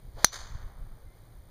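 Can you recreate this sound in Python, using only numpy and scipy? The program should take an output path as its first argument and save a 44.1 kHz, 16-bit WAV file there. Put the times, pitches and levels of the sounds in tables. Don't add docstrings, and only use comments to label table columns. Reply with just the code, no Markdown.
import sys
import numpy as np
from scipy import signal
from scipy.fft import rfft, irfft, next_fast_len
from scipy.io import wavfile
from scipy.ndimage import map_coordinates

SR = 44100
rng = np.random.default_rng(int(sys.argv[2]) if len(sys.argv) > 2 else 0)


def magnitude_from_level(level_db):
    exponent = np.asarray(level_db, float) / 20
    return 10 ** exponent


def master(y):
    cut = np.clip(np.atleast_2d(y).T, -1, 1)
    pcm = np.round(cut * 32767)
    wavfile.write(sys.argv[1], SR, pcm.astype(np.int16))


N = 66150
T = np.arange(N) / SR
HIT_S = .2449


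def unit(x):
    return x / np.sqrt(np.mean(x ** 2) + 1e-20)


def along(points, hz):
    f, v = np.transpose(points)
    return np.interp(np.log(hz + 1), np.log(f + 1), v)


def curves(rows):
    s, *cols = np.transpose(rows)
    return [np.interp(T, s, c) for c in cols]


def wobble(rate):
    points = rng.standard_normal(int(N * rate / SR) + 4)
    return map_coordinates(points, [T * rate])


def filtered(x, response):
    pad = SR // 4
    x = np.pad(x, [(0, 0)] * (x.ndim - 1) + [(pad, pad)], "reflect")
    m = next_fast_len(x.shape[-1])
    spectrum = rfft(x, m) * response(np.fft.rfftfreq(m, 1 / SR))
    return irfft(spectrum, m)[..., pad:pad + N]


def noise(spectrum):
    return unit(filtered(rng.standard_normal(N), lambda hz: magnitude_from_level(along(spectrum, hz))))


def wind():
    # t/s, level/dB
    gusts = [(0.0, -58), (0.09, -39), (0.112, -53), (0.182, -38.5), (0.212, -52), (0.242, -39),
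             (0.258, -51), (0.274, -53), (0.568, -36.5), (0.58, -49), (0.646, -39), (0.7, -45.5),
             (0.906, -45), (0.994, -54.5), (1.082, -42), (1.106, -57.5), (1.412, -49), (1.5, -59)]
    # f/Hz, level per Hz/dB
    rumble = [(8.8, -32), (15, 3.5), (52, -3.5), (118, -14), (141, -19), (312, -35), (400, -41.5),
              (520, -75), (880, -120)]
    deep = noise([(7.2, -37)] + list(rumble) + [(900, -92)])
    lumps = unit(deep * magnitude_from_level(1.5 * wobble(37)))
    return magnitude_from_level(curves(gusts)[0]) * lumps


def field():
    # f/Hz, level per Hz/dB
    air_colour = [(100, 2), (200, -12), (500, -13.5), (1200, -23), (2200, -25.5), (4000, -28),
                  (7000, -32.5), (14000, -31.5)]
    # t/s, pitch f/Hz, level/dB
    whistle = [
        (1.055, 2100, -95),
        (1.068, 2090, -67),
        (1.1, 2050, -70),
        (1.13, 2100, -75),
        (1.155, 2170, -75),
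        (1.19, 2150, -80),
        (1.22, 2130, -95),
    ]
    hum_hz = 121 + 3.5 * wobble(3.7)
    hum = magnitude_from_level(-60 + 3.2 * wobble(60)) * np.sin(2 * np.pi * np.cumsum(hum_hz) / SR)
    hz, db = curves(whistle)
    bird = magnitude_from_level(db + 2.5 * wobble(50)) * np.sin(2 * np.pi * np.cumsum(hz) / SR)
    far_air = magnitude_from_level(-58.5 + .5 * wobble(29)) * noise([(40, -32)] + list(air_colour))
    return far_air + hum + bird


def ticks():
    whine_hz = [5455, 6054, 11568, 13966]
    frame_s, first_s, half_s = 1 / 59.94, .0032, 0.0003
    from_tick = (T - first_s + .5 * frame_s) % frame_s - .5 * frame_s
    tick = magnitude_from_level(-55.5) * np.exp(-(from_tick / half_s) ** 2) * np.sin(2 * np.pi * 9260.7 * T)
    whine = sum(magnitude_from_level(-90) * np.sin(2 * np.pi * hz * T) for hz in whine_hz)
    return tick + whine


def thumps():
    # t/s, level/dB, half length/s
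    eddies = [
        (0.088, -37.5, 0.0061),
        (.157, -36.5, .007),
        (0.438, -35.5, 0.0096),
        (0.555, -31.5, 0.0029),
        (.65, -33.5, .009),
        (.82, -31.5, 0.0086),
        (1.076, -38.5, 0.0035),
        (1.394, -41, .005),
    ]
    total = 0
    for s, db, half_s in eddies:
        square = ((T - s) / half_s) ** 2
        total = total + magnitude_from_level(db) * (square - 1) * np.exp(-square / 2)
    return total


def whoosh(db, grow_db, rise_s, air):
    swing_s = .163
    rise = 1 / (1 + np.exp((swing_s - T) / rise_s))
    growth_db = grow_db * (T - swing_s) / (HIT_S - swing_s)
    level_db = db + growth_db - 900 * np.maximum(T - HIT_S, 0)
    return magnitude_from_level(level_db + 2 * wobble(90)) * rise ** 2 * noise(air)


def swing():
    # f/Hz, level per Hz/dB
    shaft_air = [(150, -32), (300, -8.5), (550, 2), (900, -2.5), (1600, -11.5), (3000, -30.5)]
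    # f/Hz, level per Hz/dB
    head_air = [(700, -23), (1500, -3.5), (3200, -3), (5000, -1), (7000, -7.5), (10000, -15),
                (15000, -23.5)]
    shaft = whoosh(db=-50.5, grow_db=0, rise_s=.006, air=shaft_air)
    head = whoosh(db=-50.5, grow_db=5, rise_s=0.023, air=head_air)
    return shaft + head


def duck():
    start_s, hold_s, back_s = .195, .06, .12
    sink = np.clip((T - start_s) / (HIT_S - start_s), 0, 1)
    recover = np.exp(-np.maximum(T - HIT_S - hold_s, 0) / back_s)
    return magnitude_from_level(-7 * sink * recover)


def ring(modes, age):
    return sum(magnitude_from_level(db - 60 * age / t60) * np.sin(2 * np.pi * hz * age) for hz, db, t60 in modes)


def contact(age):
    # f/Hz, level/dB, t60/s
    face = [(669.6, -39, .03), (1027, -18, 0.014), (1647, -3.5, 0.0037), (3260, -13, 0.017),
            (4220, -1, 0.0099), (5303, -2.5, .014), (6076, 0, 0.021), (6070, -12.5, 0.018),
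            (7000, -8.5, 0.027), (9670, -10.5, .018), (10580, -11, 0.034), (11300, -20, 0.0043),
            (13580, -24.5, 0.0083)]
    push_s, contact_s, free_t60 = 0.00027, .0048, .005
    push = -magnitude_from_level(-1) * np.sin(np.pi * age / push_s) * magnitude_from_level(-9 * age / push_s * (age > push_s))
    crack = magnitude_from_level(-6 - 60 * age / .012) * rng.standard_normal(N)
    onset = 1 - np.exp(-age / 0.00045)
    let_go = magnitude_from_level(-60 * np.maximum(age - contact_s, 0) / free_t60)
    blow = push + (crack - ring(face, age)) * onset * let_go
    blow = blow + magnitude_from_level(-21) * np.roll(blow, round(.0032 * SR))
    return filtered(blow, lambda f: 1j * f / (100 + 1j * f))


def tumbling(modes, age, clock):
    rate = 180
    total = 0
    for hz, db, t60 in modes:
        level = magnitude_from_level(db - 60 * age / t60 + 4 * wobble(rate))
        total = total + level * np.sin(2 * np.pi * hz * clock + .7 * wobble(rate))
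    return total


def head_ring(age):
    # f/Hz, level/dB, t60/s
    crown = [(3684, -31.5, 0.096), (3980, -37, .07), (4230, -31.5, 0.093), (4415, -35, .06),
             (4680, -28, .065), (5860, -25, 0.16), (6030, -23, .085), (6200, -23, 0.091), (6400, -18, .04),
             (7100, -37, .1), (9500, -42, 0.046), (9850, -52, .05), (11900, -53, 0.09)]
    # t/s, head speed away from the microphone/(m/s)
    away = [
        (.245, -4),
        (.253, 2),
        (.262, 12),
        (.275, 8),
        (.29, 0),
        (.305, -9),
        (.33, -11),
    ]
    # f/Hz, level per Hz/dB
    rattle_colour = [(300, -12), (1000, -7), (2000, -6), (4000, 0), (7000, -4), (8500, -22), (15000, -40)]
    clock = np.cumsum((age > 0) * 343 / (343 + curves(away)[0])) / SR
    rattle = magnitude_from_level(-40 - 60 * age / 0.29) * noise(rattle_colour)
    fizz = magnitude_from_level(-35 - 60 * age / .085) * noise([(6000, -31.5), (8500, 0.5), (15000, -8)])
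    onset = 1 - np.exp(-age / 0.00096)
    return (tumbling(crown, age, clock) + rattle + fizz) * onset


def strike():
    age = np.maximum(T - HIT_S, 0)
    return contact(age) + head_ring(age)


def trees(x):
    # t after the blow/s, level/dB, spread/s
    lines = [
        (.085, -35.5, 0.031),
        (.099, -27, 0.0093),
        (.14, -43.5, 0.042),
        (0.168, -56, 0.037),
        (.23, -53, .03),
        (.31, -50, 0.023),
        (.4, -63, 0.047),
    ]
    # f/Hz, t60/s
    wood_t60 = [(300, 2.84), (1500, 1.8), (4000, .8), (7000, 0.65), (13000, .3)]
    # f/Hz, level/dB
    bark = [(150, -21.5), (500, -1), (1200, 5), (2500, -3.5), (4000, 4), (6500, 7), (9000, -2.5),
            (15000, -14)]
    hz, t, z = signal.stft(rng.standard_normal(N), SR, nperseg=256)
    late = np.maximum(t - .074, 0)
    grow = 1 - np.exp(-late / 0.012)
    decay = magnitude_from_level(-28 - 60 * late / along(wood_t60, hz)[:, None])
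    wood = signal.istft(z * grow * decay, SR, nperseg=256)[1][:N]
    clumps = 0
    for s, db, spread in lines:
        side = np.where(T < s, spread / 3, spread)
        clumps = clumps + magnitude_from_level(db) * np.exp(-np.abs(T - s) / side)
    trunks = clumps * noise([(3500, 0), (3 * 3500, -12)])
    answer = (wood + trunks) * magnitude_from_level(2.5 * wobble(330)) * np.sqrt(100 / SR)
    broad = np.roll(answer, round(HIT_S * SR)) * np.sqrt(SR / 1000) * magnitude_from_level(-1.5)
    direct = magnitude_from_level(-17) * signal.fftconvolve(x, answer)[:N]
    return filtered(broad + direct, lambda f: magnitude_from_level(along(bark, f)))


def scene():
    hit = strike()
    return (hit + trees(hit) + swing() + wind() + thumps() + field() * duck())[None]


def low_pass(x):
    return signal.sosfilt(signal.butter(12, 16360, fs=SR, output="sos"), x)


def record(dry):
    # f/Hz, width/Hz, core width/Hz
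    notches = [(2713, 1000, 40), (5512, 1000, 60), (7880, 2200, 120), (10940, 1200, 80)]
    top, edge_hz, half_s = .9, 15240, .007

    def mic_mix(f):
        response = 1
        for c, width, core in notches:
            response = response * (c * c - f * f + 1j * f * core) / (c * c - f * f + 1j * f * width)
        return response

    def over(f):
        return np.maximum(f - edge_hz, 0)

    x = filtered(dry, mic_mix) + ticks() * duck() ** 2
    x = x / (1 + np.abs(x / top) ** 8) ** (1 / 8)
    wide = np.exp(-((T - HIT_S - half_s / 2) / half_s) ** 4)
    usual = filtered(x * (1 - wide), lambda f: magnitude_from_level(-33 * np.minimum(over(f) / 100, 2)))
    at_blow = filtered(x * wide, lambda f: magnitude_from_level(-36 * over(f) / 1000))
    return low_pass(usual + at_blow)


dry = scene()
out = record(dry)
master(out)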